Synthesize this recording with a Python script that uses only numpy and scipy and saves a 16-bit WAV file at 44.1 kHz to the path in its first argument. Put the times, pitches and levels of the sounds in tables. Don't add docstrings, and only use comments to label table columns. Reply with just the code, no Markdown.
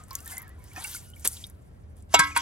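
import sys
import numpy as np
from scipy import signal
from scipy.fft import rfft, irfft, next_fast_len
from scipy.io import wavfile
from scipy.ndimage import uniform_filter1d

SR = 44100
rng = np.random.default_rng(int(sys.argv[2]) if len(sys.argv) > 2 else 0)


def to_linear_factor(level_db):
    exponent = np.asarray(level_db, float) / 20
    return 10 ** exponent


def put_to_file(sound):
    columns = np.atleast_2d(sound).T
    safe = np.clip(columns, -1, 1)
    whole_steps = np.round(safe * 32767)
    wavfile.write(sys.argv[1], SR, whole_steps.astype(np.int16))


N = 106413

# pitch_hz, level_db [dB per Hz]
FAR_SPECTRUM = [(12, -61), (28, -18), (77, 2), (143, -13.5), (479, -27), (634, -29.5), (863, -38),
                (1020, -40), (16500, -81.5)]
# pitch_hz, level_db
FAR_SIDE_SPECTRUM = [(60, -11.5), (250, -8.5), (700, 3.5), (5000, 6.5), (15000, -25)]
# start_s, peak_db, pitch_hz, t60_s, glide_octaves_per_s
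BUBBLE_EVENTS = [(0, -47, 1236, 0.18, 0.6), (0.111, -40.5, 1046, 0.24, 1.8), (0.152, -57, 1278, 0.67, 3.5),
                 (0.234, -56, 1280, 0.99, 2), (0.264, -39.5, 1800, 0.067, 1), (.295, -50, 1073, 0.12, -11),
                 (.322, -43.5, 2083, 0.19, -0.7), (.335, -45, 700, 0.089, 11.5),
                 (.37, -37, 2036, 0.13, 0.8), (.58, -60.5, 1010, 0.74, -0.5), (.11, -34, 993, 0.026, 2),
                 (0.189, -48, 2750, 0.033, 1.5), (.8, -49, 902, 0.31, .3), (.32, -45, 1700, 0.094, 0.5),
                 (.4, -55, 1255, .4, 0.8), (.38, -54, 940, 0.25, 0.5), (.43, -47, 1900, 0.1, -2.5),
                 (.465, -53, 1694, 0.18, .2), (.5, -54.5, 1904, 0.19, 1.5), (.6, -61, 2210, 0.18, 0),
                 (.715, -45, 2250, 0.037, 5), (.772, -41.5, 300, .08, 5), (.762, -40.5, 2530, 0.092, -1.5),
                 (.962, -39, 2195, 0.049, 0), (1.255, -34, 1008, 0.016, 25), (2.317, -33, 2470, 0.054, -1),
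                 (.761, -41, 1743, 0.19, 3), (0.779, -33, 759, 0.054, 0), (.843, -31.5, 2290, 0.056, -4),
                 (0.846, -29, 2664, 0.041, 7.5), (0.847, -40.5, 1506, 0.11, -1),
                 (0.948, -30.5, 1437, 0.026, 1), (1.135, -41.5, 3040, 0.027, 4), (1.165, -44, 2240, .03, 6),
                 (1.44, -34, 3694, 0.028, 1.5)]
# start_s, spray_db, slosh_db
WATER_LEVELS = [(0, -63.5, -56), (.06, -72.5, -69.5), (.145, -53.5, -56), (.225, -58.5, -66.5),
                (.32, -42, -51.5), (.44, -79, -60), (.57, -74.5, -68.5), (.65, -60.5, -66),
                (.74, -60, -64.5), (.77, -50, -47), (.94, -40.5, -59), (1.13, -66.5, -77),
                (1.3, -45.5, -63), (1.43, -51.5, -69), (1.55, -76.5, -73), (1.95, -79, -77),
                (1.98, -63.5, -72.5), (2.07, -80, -81)]
# pitch_hz, level_db [dB per Hz]
SPRAY_SPECTRUM = [(1500, -44.5), (2500, -6), (4000, -8), (7000, -2), (10500, 2), (13500, -9.5),
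                  (16000, -19)]
# start_s, peak_db
SNAP_EVENTS = [(0.0236, -57), (0.0692, -60), (0.0832, -40), (0.1074, -31), (0.1214, -58), (0.1311, -28.5),
               (0.1526, -15.5), (0.1694, -45), (0.1777, -63), (0.1884, -42), (0.2038, -33), (0.2284, -55),
               (0.2344, -46), (0.2472, -34), (0.2634, -34), (0.2774, -25), (0.313, -37), (0.3214, -44),
               (0.3374, -52), (0.3804, -19), (0.398, -35), (0.4277, -34.5), (0.4454, -49), (0.4798, -38),
               (0.5911, -48), (0.641, -36.5), (0.7342, -35), (0.7921, -36), (0.84, -27), (0.8594, -27),
               (0.8717, -26), (0.895, -31), (0.9114, -28), (1.0294, -46), (1.055, -44), (1.1016, -34),
               (1.1964, -39), (1.2545, -12.5), (1.2745, -3)]
# start_s, peak_db, pitch_hz, t60_s
TICK_EVENTS = [(0.0363, -38.5, 7800, 0.018), (0.1091, -31, 4740, 0.017), (0.1529, -16, 7000, 0.016),
               (0.1857, -38, 10800, 0.02), (0.204, -36.5, 7500, 0.014), (0.2583, -30.5, 9400, 0.027),
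               (0.2776, -36, 11200, 0.018), (0.3685, -29.5, 7100, 0.018), (0.3803, -20.5, 10100, 0.017),
               (0.4182, -32.5, 12300, 0.023), (0.492, -39, 11000, 0.017), (0.7608, -35.5, 5530, 0.013),
               (0.842, -24, 9040, 0.018), (0.9609, -27, 7190, 0.015), (1.1601, -36, 9800, 0.013),
               (1.1957, -39.5, 8500, 0.024), (1.2492, -18, 10400, 0.018), (1.2536, -17.5, 10100, 0.021),
               (1.2745, -5, 9260, 0.016), (1.4398, -26, 3750, 0.018), (1.4666, -32.5, 10300, 0.017),
               (1.4982, -37, 11000, 0.018), (1.9669, -49, 9760, 0.018), (2.3741, -8.5, 9240, 0.016),
               (2.0232, -47.5, 8540, 0.021), (2.236, -32, 3830, 0.03)]
# start_s, level_db
SCRAPE_LEVELS = [(2.09, -74), (2.12, -54.5), (2.138, -34), (2.18, -47), (2.24, -41.5), (2.29, -46.5),
                 (2.345, -55), (2.356, -38), (2.41, -38)]
# start_s, thud_hz, thud_db, crack_db, contact_s
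KNOCK_EVENTS = [
    (2.141, 741, -8.5, -8.5, 0.0028),
    (2.192, 1700, -12.5, -7.5, 0.0037),
    (2.363, 1390, -16.5, -24.5, 0.0015),
]
# pitch_hz, level_db [dB per Hz]
GRIT_SPECTRUM = [(180, -49), (550, -27), (950, -11.5), (2250, -14.5), (3640, -11.5), (8940, -12.5),
                 (16000, -40)]
BOWL_PITCHES = [291, 967, 1080, 1287, 1310, 1531, 1595, 1658, 2008, 2199, 2775, 3406, 3848, 7430]
# t60_s, first_knock_db, second_knock_db, third_knock_db
BOWL_RINGS = [(0.57, -37.5, -46.5, -44.5), (0.17, -16, -18.5, -15.5), (0.23, -44, -17.5, -23.5),
              (0.11, -15, -16.5, -33), (0.43, -21, -40, -43), (0.18, -23, -32, -22.5),
              (0.14, -34, -12.5, -28), (0.3, -45, -25.5, -37), (0.28, -65, -26, -32),
              (0.25, -18.5, -23, -31), (0.074, -14.5, -47, -28), (0.22, -28, -33.5, -33.5),
              (0.11, -21.5, -39, -42), (0.053, -13, -36, -44)]
RIM_PITCHES = [430, 820, 1940, 2422, 2522, 3110, 4005, 4720, 4860, 5460]
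# t60_s, first_knock_db, second_knock_db, third_knock_db
RIM_RINGS = [(0.044, -15, -29, -31), (0.076, -16.5, -42, -39), (.2, -32.5, -33, -36),
             (0.31, -35, -34, -31.5), (.1, -29, -30, -23.5), (0.12, -29, -35, -37), (0.18, -29, -34.5, -34),
             (0.11, -26.5, -40, -34), (0.071, -30, -38, -38), (.13, -40, -30.5, -50)]
PRESSED_PITCH_FACTORS = [1, 1, .98]
PRESSED_T60_FACTORS = [1, 1, .55]
# pitch_hz, level_db
NEAR_SIDE_SPECTRUM = [(200, -14), (1000, -4), (4000, 0), (8000, 0), (13000, -18.5)]


def along(table, hz):
    p = np.array(table, float)
    return np.interp(np.log(hz + 1), np.log(p[:, 0]), p[:, 1])


def unit(x):
    return x / np.sqrt(np.mean(x ** 2))


def colour(x, table):
    gain = to_linear_factor(along(table, np.fft.rfftfreq(len(x), 1 / SR)))
    return unit(irfft(rfft(x) * gain, len(x)))


def curve(table, index):
    p = np.array(table, float)
    return to_linear_factor(np.interp(np.arange(N) / SR, p[:, 0], p[:, index]))


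def fade(t60, rise):
    t = np.arange(int(t60 * SR) + 64) / SR
    return t, (1 - np.exp(-t / rise)) * to_linear_factor(-60 * t / t60)


def add(out, s, x):
    i = max(int(s * SR), 0)
    out[i:i + len(x)] += x[:max(N - i, 0)]


def ring(hz, t60, glide, rise):
    t, env = fade(t60, rise)
    pitch = np.minimum(hz * 2 ** (glide * t), SR / 3)
    return env * np.sin(2 * np.pi * np.cumsum(pitch) / SR)


def patter(per_s, scatter_db):
    chance, sign, size = rng.random((3, N))
    return (chance < per_s / SR) * np.sign(sign - 0.5) * to_linear_factor(-scatter_db * np.log(size + 0.01))


def band(x, hz, width):
    edges = [hz / (1 + width), min(hz * (1 + width), SR / 2.2)]
    return signal.sosfilt(signal.butter(1, edges, "band", fs=SR, output="sos"), x)


def burst(noise, hz, width, wider, env):
    return env * unit(band(band(noise, hz, width), hz, wider))[-len(env):]


def grains(table, per_s, scatter_db):
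    out = 0
    for hz in 300 * 2 ** np.arange(0, 5.8, 1 / 3):
        steps = np.repeat(rng.standard_normal(N // 800 + 1), 800)[:N]
        flicker = uniform_filter1d(steps, size=800)
        clicks = patter(per_s, scatter_db) + 0.3 * rng.standard_normal(N)
        x = band(band(clicks, hz, 0.19), hz, 0.19)
        out = out + unit(x) * np.sqrt(hz) * to_linear_factor(along(table, hz) + 5.1 * flicker)
    return unit(out)


def far_traffic():
    mid, side = (colour(rng.standard_normal(N), FAR_SPECTRUM) for _ in range(2))
    side_gain = to_linear_factor(along(FAR_SIDE_SPECTRUM, np.fft.rfftfreq(N, 1 / SR)))
    side = irfft(rfft(side) * side_gain, N)
    return to_linear_factor(-47.5) * np.array([mid + side, mid - side])


def bubbles():
    out = np.zeros(N)
    for s, db, hz, t60, glide in BUBBLE_EVENTS:
        add(out, s, to_linear_factor(db) * ring(hz, t60, glide, 0.0012))
    return out


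def slosh():
    bubbles_per_s, low_hz, high_hz, t60_s = 800, 700, 2340, 0.042
    crowd = np.zeros(N)
    for when, pitch, size, length, bend in rng.random((int(bubbles_per_s * N / SR), 5)):
        hz = low_hz * (high_hz / low_hz) ** pitch
        t60 = t60_s * (0.4 + 6 * length ** 3)
        level = to_linear_factor(-3.0 * np.log(size + 0.011))
        add(crowd, when * N / SR, level * ring(hz, t60, 1.6 * bend - 0.4, 0.00076))
    rush = unit(band(rng.standard_normal(N), 1400.0, 0.62))
    return (unit(crowd) + to_linear_factor(-3) * rush) * curve(WATER_LEVELS, index=2)


def spray():
    return grains(SPRAY_SPECTRUM, per_s=1200, scatter_db=3.5) * curve(WATER_LEVELS, index=1)


def snaps():
    out, env = np.zeros(N), fade(0.005, 0.0001)[1]
    for (s, db), noise in zip(SNAP_EVENTS, rng.standard_normal((len(SNAP_EVENTS), 3000))):
        add(out, s, to_linear_factor(db - 4.5) * burst(noise, 11000, 0.45, 0.45, env))
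    return out


def ticks():
    out, rows = np.zeros(N), TICK_EVENTS
    width = 0.13
    for (s, db, hz, t60), noise in zip(rows, rng.standard_normal((len(rows), 6000))):
        env = fade(min(t60, 0.12), 0.00042)[1]
        add(out, s, to_linear_factor(db - 6) * burst(noise, hz, width, 2 * width, env))
        add(out, s + 0.0008, to_linear_factor(db + 0.5) * ring(hz, 14 / hz, 0, 0.77 / hz))
    return out


def emptied_hum():
    out = np.zeros(N)
    add(out, 1.03, to_linear_factor(-63) * (ring(1450, 1, 0, 0.02) + ring(2900, 1, 0, 0.02)))
    return out


def splash():
    start_s, length_s, rise_s, level_db = 1.25, 0.025, 0.0061, -28.5
    t = np.arange(N) / SR - start_s
    env = np.clip(t / rise_s + 1, 0, 1) * np.exp(-np.maximum(t - length_s / 2, 0) / length_s * 3)
    noise = patter(9000, 1.4) + 2 * rng.standard_normal(N)
    wide = colour(noise, [(250, -0.5), (2000, 1), (4500, -1.0), (10000, 6.0), (16000, -19.5)])
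    return to_linear_factor(level_db) * env * wide


def scrape(grit):
    shaken = unit(sum(band(grit, hz, 0.0063) for hz in BOWL_PITCHES[1:-3]))
    drag = (grit + to_linear_factor(-2.0) * shaken)[::-1]
    started = np.arange(N) > SCRAPE_LEVELS[0][0] * SR
    return to_linear_factor(-1) * drag * curve(SCRAPE_LEVELS, index=1) * started


def knocks(grit):
    out = np.zeros(N)
    rough = rng.standard_normal((len(KNOCK_EVENTS), 8192))
    for k, (s, hz, thud_db, crack_db, contact) in enumerate(KNOCK_EVENTS):
        for ring_hz, mode in zip(BOWL_PITCHES + RIM_PITCHES, BOWL_RINGS + RIM_RINGS):
            pitch, t60 = ring_hz * PRESSED_PITCH_FACTORS[k], mode[0] * PRESSED_T60_FACTORS[k]
            x = ring(pitch, t60, 0, contact)
            flutter = np.interp(np.arange(len(x)), np.arange(200) * 350, rng.standard_normal(200))
            add(out, s, to_linear_factor(mode[1 + k] + 1.5 * flutter) * x)
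        thud_env = fade(0.043, contact)[1]
        add(out, s - contact / 2, to_linear_factor(thud_db) * burst(rough[k], hz, 0.33, 0.36, thud_env))
        add(out, s, to_linear_factor(thud_db + 3.5) * ring(hz, 0.024, 0, contact / 2))
        crack_env = fade(0.049, contact)[1]
        add(out, s - contact / 2, to_linear_factor(crack_db) * crack_env * grit[k * 9000:][:len(crack_env)])
    add(out, KNOCK_EVENTS[1][0], to_linear_factor(-20) * ring(166, 0.05, -4.0, 0.0016))
    return out


def smear(x, t60, table):
    env, n = fade(t60, 0.0001)[1], next_fast_len(N + SR // 2)
    tail = env * rng.standard_normal(SR)[:len(env)] / np.sqrt(np.sum(env ** 2))
    gain = to_linear_factor(along(table, np.fft.rfftfreq(n, 1 / SR)))
    return irfft(rfft(x, n) * rfft(tail, n) * gain, n)[:N]


def scene():
    grit = grains(GRIT_SPECTRUM, per_s=900, scatter_db=3.9)
    near = bubbles() + slosh() + spray() + snaps() + ticks() + emptied_hum() + splash()
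    near = near + scrape(grit) + knocks(grit)
    mid = near + to_linear_factor(-16) * smear(near, 0.052, [(300, -16.5), (1500, 1), (12000, 6)])
    side_gain = to_linear_factor(along(NEAR_SIDE_SPECTRUM, np.fft.rfftfreq(N, 1 / SR)))
    turned = irfft(-1j * rfft(mid) * side_gain, N)
    side = to_linear_factor(-1.5) * turned + to_linear_factor(-6.5) * smear(near, 0.02, NEAR_SIDE_SPECTRUM)
    pan_db = 1.3
    left = (mid + side) * to_linear_factor(pan_db / 2)
    right = (mid - side) * to_linear_factor(-pan_db / 2)
    return np.array([left, right]) + far_traffic()


def low_pass(x):
    return signal.sosfilt(signal.butter(12, 16810, fs=SR, output="sos"), x)


def record(dry):
    rounded = np.tanh(dry)
    top_cut = signal.ellip(8, 0.2, 60, 16300, fs=SR, output="sos")
    mix = signal.sosfilt(top_cut, rounded)
    return low_pass(mix)


dry = scene()
out = record(dry)
put_to_file(out)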